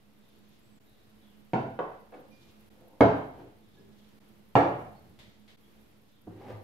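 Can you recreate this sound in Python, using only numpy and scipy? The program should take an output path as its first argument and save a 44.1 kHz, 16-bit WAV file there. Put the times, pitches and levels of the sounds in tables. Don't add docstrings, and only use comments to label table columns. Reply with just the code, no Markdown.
import sys
import numpy as np
from scipy import signal
from scipy.fft import rfft, irfft, next_fast_len
from scipy.io import wavfile
from scipy.ndimage import uniform_filter1d, map_coordinates

SR = 44100
rng = np.random.default_rng(int(sys.argv[2]) if len(sys.argv) > 2 else 0)


def voltage_ratio(decibels):
    exponent = np.asarray(decibels, float) / 20
    return 10 ** exponent


def materialize(psi):
    bounded = np.clip(np.atleast_2d(psi).T, -1, 1)
    quanta = np.round(bounded * 32767).astype(np.int16)
    wavfile.write(sys.argv[1], SR, quanta)


N = 292383

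# time in seconds, peak in dB, table ring in dB, room in dB, clink in dB.
KNOCKS = [
    (1.5337, -18.5, -1, 10.5, -17.5),
    (1.7898, -23, -6, 10, -15),
    (2.122, -52.5, 9, 19.5, -8.5),
    (3.0069, -7.5, -3.5, 10, -17.5),
    (4.554, -5.5, -8, 8.5, -17),
    (6.27, -44, 1.5, 13.5, -40),
]
# delay in seconds, second contact in dB, first walls in dB,
# tail treble in dB, glass band of the tail in dB.
ROCKS = [(0.0028, -8, 0, -0.5, 3), (0.0036, -6, -2.5, 1, 1), (0.016, 7, -3, -6, -2),
         (0.001757, 2, -2.5, -4, 8), (0.0011, -3, -9, -0.5, 1.5), (0.0058, -10.5, 4, 0, 0)]
# frequency in Hz, level in dB per Hz.
THUDS = [
    [(24, -48.5), (128, -6.5), (329, -6.5), (800, -5), (1230, -22.5), (1420, -16), (2000, -24.5),
     (15000, -70)],
    [(24, -58), (160, -8), (244, -11), (514, -1), (1060, -6), (1820, -21.5), (4130, -45.5), (15000, -71.5)],
    [(120, -52), (200, -27), (290, -1), (385, -13), (519, -1), (1010, -14), (6000, -42), (13200, -120)],
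    [(24, -55.5), (108, -5.5), (221, -8), (277, -1), (500, -6.5), (659, -1.5), (1960, -22.5), (15000, -71)],
    [(24, -55), (128, -7), (239, -14.5), (284, -9.5), (410, -9), (728, -2.5), (3000, -33), (15000, -70.5)],
    [(29, -46), (103, -16.5), (255, -10), (318, -2.5), (610, -21.5), (1020, -25.5), (3000, -54),
     (6600, -120)],
]
SHEEN_DB = [2.5, 2.5, 0.5, 8, 16, 0.5]
# frequency in Hz, level in dB, t60 in seconds.
FIRST_SPOTS = [
    [(127.8, -11, 0.65), (226, -10.5, 0.61), (261, -10, 0.54), (404, -26, 0.16), (495, -39, 0.81),
     (669, -13, 0.71), (759, -5.5, 0.33), (920, -4, 0.17), (976, -11.5, 0.47), (1067, -17.5, 0.42),
     (1425, -20, 0.1), (329.6, -11, 0.43)],
    [(320.1, -6, 0.35), (432, -5, 0.44), (496, 9.5, 0.092), (560, -22, 0.16), (752, -6.5, 0.47),
     (958, 0.5, 0.11), (1050, -5, 0.25), (1440, 9, 0.035), (1485, -16, 0.38), (1670, -15, 0.2),
     (1120, -6, 0.37), (725, -9.5, .4)],
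    [(494, -2, 0.45), (756, -5, 0.46), (840, -23, 5.0), (1193, -21.5, 0.98)],
]
# frequency in Hz, level in dB, t60 in seconds.
LATER_SPOTS = [[(117.7, -12, 0.43), (187.2, -12.0, 0.45), (264.6, -12.5, 0.62), (423.7, -5.5, 0.45),
               (480, 2, 0.2), (669.5, -1.5, 0.38), (838.4, -7.0, 0.29), (890, -13, 0.49),
               (991, -10.5, 0.26), (1311, -15.0, 0.14)] + [(286.5, -4, .45), (2156, -25, 0.28),
               (79, -18, .4), (564, -8.5, .2)], [(131.3, -14.5, 0.61), (284.7, -3, 0.45), (340, -8.5, 0.54),
               (493.6, -11, .3), (443, -12, 0.5), (575, -15, 1.0), (669, -2.5, 0.28), (732, -7, 0.26),
               (737, -13.5, 0.2), (836, -13, 0.44), (877, -10, 0.27), (1333, -17, 0.3), (1690, -23, 0.44),
               (1863, -26, 0.54)], [(103, 0, 0.76), (178, -7, 0.79), (313.4, -2, 0.42), (514, -13.5, .7),
               (724, 0, 0.14)]]
# frequency in Hz, width in Hz, level in dB.
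BASES = [
    [(2300, 124, 8.5), (2670, 77, -2), (3060, 155, -0.5), (3670, 120, -14), (4560, 280, -8),
     (6700, 98, -18)],
    [(2040, 30, -6), (2625, 64, -6), (3090, 250, 1.5), (3620, 150, -9), (4860, 110, -30)],
    [(1690, 28, -5), (2260, 36, -2), (2640, 47, -4), (3310, 45, -17)],
    [(1580, 86, 1), (2180, 25, -3.5), (3220, 180, -2.5), (3914, 210, -6.5), (4760, 260, -12),
     (6220, 120, -19.5), (7000, 320, -23)],
    [(2215, 240, 3.5), (2350, 69, -2), (2853, 470, 5), (3600, 230, -11), (4510, 290, -9.5),
     (6000, 206, -36.5), (6900, 252.4, -15.5), (7800, 360, -17.5)],
    [(1512, 19, 0), (2150, 52, -2)],
]
# frequency in Hz, width in Hz, depth in dB.
DIPS = [
    [(588, 57, 8), (1230, 70, 4.5), (1880, 120, 8.5)],
    [(250, 21, 9.5), (615, 45, 8.5), (833, 58, 8.5), (1250, 51, 10), (1790, 90, 11.5)],
    [(630, 45, 3), (1400, 100, 4)],
    [(351, 24.93, 5), (1204.5, 74, 4.5), (1930, 80, 7), (3450, 90, 5)],
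    [(230, 8.5, 6), (622, 36, 8), (1000, 19, 3.5), (1536, 59, 9), (2000, 70, 8), (2300, 44, 6)],
    [(620, 60, 11), (1000, 80, 4)],
]
# frequency in Hz, left-right difference in dB.
TABLE_LEAN = [(250, -0.5), (600, -2), (1400, -1), (5000, -4), (12000, -2.5)]

# start, fastest and stop in seconds, level in dB, brightness in dB.
DRAGS = [(2.114, 2.143, 2.29, -46.5, -13.5), (2.677, 2.81, 2.95, -55, -26), (2.84, 2.931, 3.06, -57, -29.5),
         (3.26, 3.404, 3.5, -45, -17), (3.714, 3.794, 4.02, -55, -29.5), (6.269, 6.486, 6.61, -40.5, -15.5),
         (6.45, 6.504, 6.57, -38, -15)]
# frequency in Hz, level in dB per Hz.
SCRAPE = [(40, -40), (100, 2.5), (900, 3.5), (1400, -19.5), (2500, -39.5), (5000, -85.5)]
# frequency in Hz, level in dB per Hz.
SCRAPE_EDGE = [(700, -42), (1150, -5.5), (1550, -1.5), (2200, -4), (3100, -9.5), (4000, -13.5),
               (8000, -27.5), (15000, -27.5)]
# frequency in Hz, width in Hz, level in dB.
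SCRAPE_TONES = [
    [(296, 26, 1), (518, 25, 3), (726, 25, 0.5), (1090, 23, -8)],
    [(312, 25, 1), (510, 35, 9.5), (694, 30, -0.5), (875.6, 30, -16)],
    [(320, 25, -3), (503, 27, 2), (909, 25, 0), (1055, 40, -9.5)],
    [(310, 62, 5), (470, 32, -6), (715, 30, -2.5), (940, 30, -11)],
    [(140, 50, 10), (185, 49, 6), (404, 29, 9), (494, 33, -11.5)],
    [(108, 6.2, 11), (325, 97, -2.5), (524, 14, -9), (798, 31, -2.5), (1150, 20, -5), (1340, 34, -23)],
    [(107, 13, 10), (380, 38, 0), (512, 32, 4), (790, 19, -6.5), (953, 22, -5), (1160, 30, 5),
     (1720, 40, 10)],
]

# time in seconds, level in dB, rise in seconds.
RELEASES = [(2.31, -74, 0.0099), (3.77, -78.5, 0.006), (4.955, -75, 0.0074)]
# frequency in Hz, level in dB, t60 in seconds, lag in seconds until the last finger lifts.
RIMS = [
    [(2412, 8, 0.15, .001), (2405, 5.5, .9, .001), (4810, 6, 0.23, .016), (4930, -1, .2, .03),
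     (5770, 1, .2, .001), (10500, 0, 0.11, .001)],
    [(1680, 8, 0.18, .001), (1684, -0.5, 0.96, .001), (3610, 7, .08, .001), (5170, 5, 0.24, 0.02)],
    [(4370, 4, 0.23, .001), (4400, -12, .6, .001), (5700, -21, .15, .001)],
]
# time in seconds, peak in dB, left-right difference in dB.
TICKS = [(1.9145, -73, 0), (5.19, -55, 6), (5.204, -70, -2), (5.28, -74.5, 0), (5.479, -58.5, -1),
         (5.5, -72, 3)]
# frequency in Hz, level in dB per Hz.
ROD = [(250, -25), (600, -2), (1300, -11.5), (2000, -2.5), (2700, -7), (3500, -2), (5500, -15),
       (16000, -30.5)]
# start, fastest and stop in seconds, level in dB.
SLEEVE = [(.1, .3, 1.1, -79), (.47, .54, 0.62, -83), (.8, 1.05, 1.3, -91), (2.2, 2.44, 2.72, -74),
          (3.5, 3.75, 4.3, -82), (3.85, 4.05, 4.2, -81.5), (5.0, 5.3, 5.88, -80), (6.0, 6.1, 6.27, -83)]
# frequency in Hz, level in dB per Hz.
CLOTH = [(1200, -25.5), (2500, -6), (3600, 0), (5000, -7.5), (7000, -11.5), (10000, -30.5)]
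# start, heaviest and end in seconds, level in dB.
SHUFFLE = [(.45, .74, 1.5, -74.5), (1.5, 1.7, 2.21, -58), (2.26, 2.38, 2.62, -61), (3.0, 3.15, 3.69, -50),
           (3.5, 3.82, 4.17, -64.5), (4.5, 4.68, 5.34, -50), (5.1, 5.25, 5.65, -61),
           (6.0, 6.35, 10.4, -62.5)]
# frequency in Hz, level in dB per Hz.
BOARDS = [(30, -41.5), (55, -6.5), (110, -2.5), (170, -9), (300, -12), (500, -17.5), (900, -47)]
# time in seconds, length in seconds, first and last pitch in Hz, level in dB.
FAR_CALLS = [(0.767, .02, 7200, 7000, -73), (0.21, 0.14, 3860, 2860, -74), (0.858, 0.19, 3800, 3650, -73),
             (1.214, .06, 3800, 2950, -66), (1.274, 0.098, 3140, 3090, -73),
             (3.62, 0.086, 3720, 3180, -74.5), (3.74, 0.052, 3600, 3620, -71),
             (3.991, 0.058, 3485, 3406, -72), (5.622, 0.064, 3420, 3170, -72.5),
             (6.12, 0.079, 3670, 3190, -71)]
# time in seconds, length in seconds, edge and top pitch in Hz, level in dB.
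ARCHES = [(0.616, .17, 7400, 8100, -78), (0.63, 0.19, 7400, 7720, -89)]

# frequency in Hz, t60 in seconds.
ROOM = [(60, 0.74), (150, 0.45), (400, 0.57), (1000, 0.6), (3000, 0.6), (6000, 0.52), (12000, 0.36)]
# delay in seconds, left level in dB, right level in dB.
WALLS = [(.0032, -7.5, -8.5), (.0052, -0.5, -1.5), (.0095, -1.5, 2.5), (0.0143, -11, -9)]
# frequency in Hz, left-right likeness from -1 to 1.
ROOM_ALIKE = [(60, 0.94), (180, 0.97), (550, 0.55), (1650, -0.34), (4970, 0.12), (15000, -0.11)]
# frequency in Hz, left-right likeness from -1 to 1.
AIR_ALIKE = [(60, 0.66), (240, 0.43), (950, 0.023), (3770, 0.027), (15000, 0.05)]
# frequency in Hz, level in dB per Hz.
AIR = [(25, -23), (55, -14.5), (250, -14), (700, -19.5), (1200, -24), (3600, -28.5), (6500, -37),
       (15700, -42)]
# frequency in Hz, left-right difference in dB.
AIR_LEAN = [(60, 3.5), (180, -10.5), (550, 0), (1650, -1.0), (4970, -3), (15000, 6.5)]
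# frequency in Hz, width in Hz, level in dB.
HUM = [(54, 8.7, -82.5), (113, 23, -76.5), (209.4, 5.5, -71.5), (287.8, 17, -80.5), (340, 3.8, -82),
       (442, 30, -82)]
# frequency in Hz, level in dB per Hz.
SIZZLE = [(6000, -42.5), (8500, -14.5), (10500, -1), (12000, 3.5), (14000, -5.5), (15700, -8.5)]
FIRST_POLLS = [.09, .899, 2.782, 4.291, 5.615]
# time in seconds, half length in seconds.
CUTS = [(0.795, 0.012), (2.697, 0.01), (4.197, 0.01), (5.566, 0.011)]

TAIL = 30000
SHEEN_HZ, TREBLE_HZ = 9600, 1320
GLASS_LOW_HZ, GLASS_HIGH_HZ = 2280, 8000
TABLE_BANDS_DB, TABLE_BAND_HZ = 4, 41
SLOWING_DULLS_DB = 11.5
GET_GOING = 0.61
REST_DB, GOING_DB, EASING_DB = -24, -8, -8
GLIDE_LATE, CALL_FADE_DB = 1.2, 5
AIR_DB = -65
BLADE_HZ, BLADE_DB = 216, -70
POLL_S, POLL_DB, POLL_WIDTH_S = .1007, 6.5, .0035
OFFSET, TOP_HZ = -.0006, 15710


def along(points, hz):
    f, v = np.transpose(points)
    return np.interp(np.log(hz + 1), np.log(f + 1), v)


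def unit(x):
    return x / np.sqrt(np.mean(x ** 2) + 1e-20)


def wobble(rate):
    knots = rng.standard_normal(int(N * rate / SR) + 4)
    return map_coordinates(knots, [np.arange(N) * rate / SR])


def filtered(x, response):
    m = next_fast_len(x.shape[-1] + 8192)
    return irfft(rfft(x, m) * response(np.fft.rfftfreq(m, 1 / SR)), m)[..., :x.shape[-1]]


def noise(spectrum, x):
    return unit(filtered(x, lambda f: voltage_ratio(along(spectrum, f))))


def resonance(f, hz, width):
    return 1 / (1 + ((f - hz) / width) ** 2)


def leaning(x, lean):
    return filtered(x, lambda f: voltage_ratio(np.outer([.5, -.5], along(lean, f))))


def paired(pair, alike):
    turn = lambda hz: np.arccos(np.clip(along(alike, hz), -1, 1)) / 2
    split = lambda hz: np.sqrt(2) * np.array([np.cos(turn(hz)), np.sin(turn(hz))])
    mid, side = filtered(pair, split)
    return np.array([mid + side, mid - side]) / np.sqrt(2)


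def pulse(spectrum, size=4096):
    magnitude = voltage_ratio(along(spectrum, np.fft.rfftfreq(size, 1 / SR)))
    cepstrum = irfft(np.log(magnitude + 1e-6), size)
    cepstrum[1:size // 2] *= 2
    cepstrum[size // 2 + 1:] = 0
    p = irfft(np.exp(rfft(cepstrum)), size)
    return p / np.abs(p).max()


def add(out, x, s):
    i = round(s * SR)
    out[:, i:i + x.shape[1]] += x[:, :N - i]


def sides(pan_db):
    return voltage_ratio([[pan_db / 2], [-pan_db / 2]])


def echo(x, build_s=0.0015):
    hz, t, z = signal.stft(rng.standard_normal((2, TAIL)), SR, nperseg=256)
    decay = voltage_ratio(-60 * t / along(ROOM, hz)[:, None])
    tail = signal.istft(z * decay, SR, nperseg=256)[1][:, :TAIL]
    tail = paired(tail, ROOM_ALIKE) * (1 - np.exp(-np.arange(TAIL) / SR / build_s))
    return signal.oaconvolve(np.atleast_2d(x), tail / np.linalg.norm(tail[0]), axes=1)


def movement(t, start, peak, stop):
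    times = [start, start + GET_GOING * (peak - start), peak, (peak + stop) / 2, stop]
    return np.interp(t, times, [REST_DB, GOING_DB, 0, EASING_DB, REST_DB], -120, -120)


def movements(rows):
    t = np.arange(N) / SR
    return sum(voltage_ratio(db + movement(t, *times)) for *times, db in rows)


def table_ring(spot):
    t, ring = np.arange(TAIL) / SR, np.zeros((2, TAIL))
    for hz, level_db, t60 in spot:
        spread = np.arccos(np.clip(along(ROOM_ALIKE, hz), -1, 1))
        skew = spread * rng.uniform(-0.16, 1) * np.array([[.5], [-.5]])
        wave = np.sin(2 * np.pi * (hz * t + rng.random()) + skew)
        ring += voltage_ratio(level_db - 60 * t / min(t60, .7)) * wave
    return ring * (1 - np.exp(-t / 0.0075))


def base_clink(base, clink_db):
    t, clink = np.arange(TAIL) / SR, np.zeros((2, TAIL))
    for hz, width, level_db in base:
        decay = np.exp(-np.pi * np.clip(width, 40, 300) * t)
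        wave = np.sin(2 * np.pi * (hz * t + rng.random((2, 1)) / 4))
        clink += voltage_ratio(clink_db + level_db) * decay * wave
    return clink * (1 - np.exp(-t / .001))


def tail_colour(f, spot, base, dips, treble_db, glass_db):
    glass_modes = sum(7 / (1 + ((f - hz) / 130) ** 2) for hz, _, _ in base) - 5.9 * (f > 1900)
    treble = treble_db / (1 + (TREBLE_HZ / (f + 1)) ** 4)
    nearest = np.max([resonance(f, hz, TABLE_BAND_HZ) for hz, _, _ in spot], axis=0)
    table_modes = TABLE_BANDS_DB * (nearest - .5 * (f < TREBLE_HZ))
    weak = sum(depth_db * resonance(f, hz, width) for hz, width, depth_db in dips)
    glass_band = glass_db / (1 + (GLASS_LOW_HZ / (f + 1)) ** 8) / (1 + (f / GLASS_HIGH_HZ) ** 8)
    return voltage_ratio(glass_modes + treble + table_modes - weak + glass_band)


def knocks():
    out = np.zeros((2, N))
    contact = np.hanning(round(0.0005 * SR) + 3)
    contact /= contact.sum()
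    crunch_t = np.arange(400) / SR
    spots = FIRST_SPOTS + LATER_SPOTS
    for knock, rock, thud, spot, base, dips, sheen_db in zip(KNOCKS, ROCKS, THUDS, spots, BASES, DIPS, SHEEN_DB):
        s, db, ring_db, room_db, clink_db = knock
        rock_s, rock_db, walls_db, treble_db, glass_db = rock
        gain = voltage_ratio(db) * np.ones((2, 1))
        blow = -filtered(pulse(thud), lambda f: voltage_ratio(sheen_db / (1 + (SHEEN_HZ / (f + 1)) ** 8)))
        direct = gain * (np.convolve(blow, contact)[:len(blow)] + 0.044 * blow)
        ring = voltage_ratio(ring_db - 2.0) * table_ring(spot)
        clink = base_clink(base, clink_db)
        grit = rng.standard_normal((2, 400)) * voltage_ratio(clink_db + 9.5 - 60 * crunch_t / 0.0022)
        sharp_blow = np.convolve(np.diff(blow), np.hanning(7))[None] / 3
        crack = signal.fftconvolve(grit, sharp_blow, axes=1)
        coloured = filtered(blow, lambda f: tail_colour(f, spot, base, dips, treble_db, glass_db))
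        add(out, direct, s)
        add(out, voltage_ratio(rock_db) * (direct + gain * clink[:, :len(blow)]), s + rock_s)
        add(out, gain * crack, s + 0.00063)
        for delay, left_db, right_db in WALLS:
            add(out, direct * voltage_ratio([[left_db + walls_db], [right_db + walls_db]]), s + delay)
        add(out, gain * (ring + clink), s)
        add(out, gain * voltage_ratio(room_db) * echo(coloured + voltage_ratio(-18.5) * clink[0, :len(blow)]), s)
    return out


def drags():
    out = np.zeros((2, N))
    for (start, peak, stop, level_db, bright_db), tones in zip(DRAGS, SCRAPE_TONES):
        t = np.arange(start, stop, 1 / SR)
        slips = rng.random(len(t)) < .25
        grains = rng.standard_normal(len(t)) * voltage_ratio(1.5 * wobble(60)[:len(t)]) * slips
        modes = lambda f: 0.33 + sum(voltage_ratio(db) * resonance(f, hz, w) for hz, w, db in tones)
        body = unit(filtered(grains, lambda f: modes(f) * voltage_ratio(along(SCRAPE, f))))
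        edge = noise(SCRAPE_EDGE, grains)
        edge_gain = voltage_ratio(bright_db - np.interp(t, [peak, stop], [0, SLOWING_DULLS_DB]))
        slide = voltage_ratio(level_db + movement(t, start, peak, stop)) * (body + edge_gain * edge)
        add(out, voltage_ratio(-5.5) * slide[None], start)
        add(out, voltage_ratio(-4.5) * echo(slide), start)
    return out


def rims():
    out, t = np.zeros((2, N)), np.arange(SR // 2) / SR
    for (s, db, rise), modes in zip(RELEASES, RIMS):
        ring = np.zeros(len(t))
        for hz, mode_db, t60, lag in modes:
            onset = 1 - np.exp(-np.clip(t - lag, 0, 1) / rise)
            ring += voltage_ratio(db + mode_db - 60 * t / t60) * onset * np.sin(2 * np.pi * hz * t)
        add(out, ring * sides(-19.0), s)
        add(out, voltage_ratio(-12.0) * echo(ring), s)
    return out


def rod():
    out = np.zeros((2, N))
    for s, db, pan_db in TICKS:
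        tick = voltage_ratio(db) * pulse(ROD)
        add(out, tick * sides(pan_db) * voltage_ratio(11.0), s)
        add(out, voltage_ratio(24.5) * echo(tick), s)
    return out * (np.arange(N) < CUTS[-1][0] * SR)


def sleeve():
    fibres = rng.standard_normal((2, N)) * voltage_ratio(2.2 * wobble(45))
    return voltage_ratio(7.5) * movements(SLEEVE) * noise(CLOTH, fibres)


def shuffle():
    low = noise(BOARDS, rng.standard_normal((2, N)) * voltage_ratio(3.1 * wobble(24)))
    return movements(SHUFFLE) * paired(low, ROOM_ALIKE)


def whistle():
    calls = np.zeros((1, N))
    for s, length, edge_hz, top_hz, db in ARCHES:
        arch = np.sin(np.pi * np.arange(0, 1, 1 / SR / length))
        pitch = edge_hz + (top_hz - edge_hz) * arch
        add(calls, voltage_ratio(db) * arch[None] ** 0.21 * np.sin(2 * np.pi * np.cumsum(pitch) / SR), s)
    return calls + voltage_ratio(-6) * echo(calls)[:, :N]


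def birds():
    calls = np.zeros((1, N))
    for s, length, first_hz, last_hz, db in FAR_CALLS:
        t = np.arange(0, 1, 1 / SR / length)
        flutter = uniform_filter1d(rng.standard_normal((2, len(t))), size=200)
        pitch = first_hz + (last_hz - first_hz) * t ** GLIDE_LATE + 2600 * flutter[0]
        swell = voltage_ratio(db - CALL_FADE_DB * t + 33 * flutter[1]) * np.hanning(len(t)) ** 0.1
        add(calls, (swell * np.sin(2 * np.pi * np.cumsum(pitch) / SR))[None], s)
    return voltage_ratio(-2.5) * calls * sides(-2.4) + voltage_ratio(-0.5) * echo(calls)[:, :N]


def polling():
    t = np.arange(N) / SR
    first = np.array(FIRST_POLLS)[np.searchsorted([s for s, _ in CUTS], t)]
    away = (t - first + POLL_S / 2) % POLL_S - POLL_S / 2
    return POLL_DB * np.exp(-.5 * (away / POLL_WIDTH_S) ** 2)


def air():
    hiss = voltage_ratio(AIR_DB) * noise(AIR, rng.standard_normal((2, N)))
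    comb = lambda f: sum(voltage_ratio(db) * np.sqrt(SR / w) * resonance(f, hz, w) for hz, w, db in HUM)
    fan = voltage_ratio(-1.0) * filtered(rng.standard_normal((2, N)), comb)
    flicker = voltage_ratio(-79.5 + 2.4 * wobble(105) + polling())
    sizzle = flicker * noise(SIZZLE, rng.standard_normal((2, N)))
    blade = voltage_ratio(BLADE_DB) * np.sin(2 * np.pi * BLADE_HZ * np.arange(N) / SR)
    swell = voltage_ratio(0.94 * wobble(3.1))
    return swell * leaning(paired(hiss + fan, AIR_ALIKE) + sizzle + blade, AIR_LEAN)


def scene():
    table = leaning(knocks(), TABLE_LEAN)
    handling = drags() + rims() + rod() + sleeve() + shuffle()
    return table + handling + whistle() + birds() + air()


def top_cut(x):
    return signal.sosfilt(signal.butter(12, 15700, fs=SR, output="sos"), x)


def record(dry):
    t = np.arange(N) / SR
    fade = np.prod([np.clip(np.abs(t - s) / half, 0, 1) for s, half in CUTS], axis=0)
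    mix = filtered(dry * fade, lambda f: f < TOP_HZ) + OFFSET
    return top_cut(mix)


dry = scene()
out = record(dry)
materialize(out)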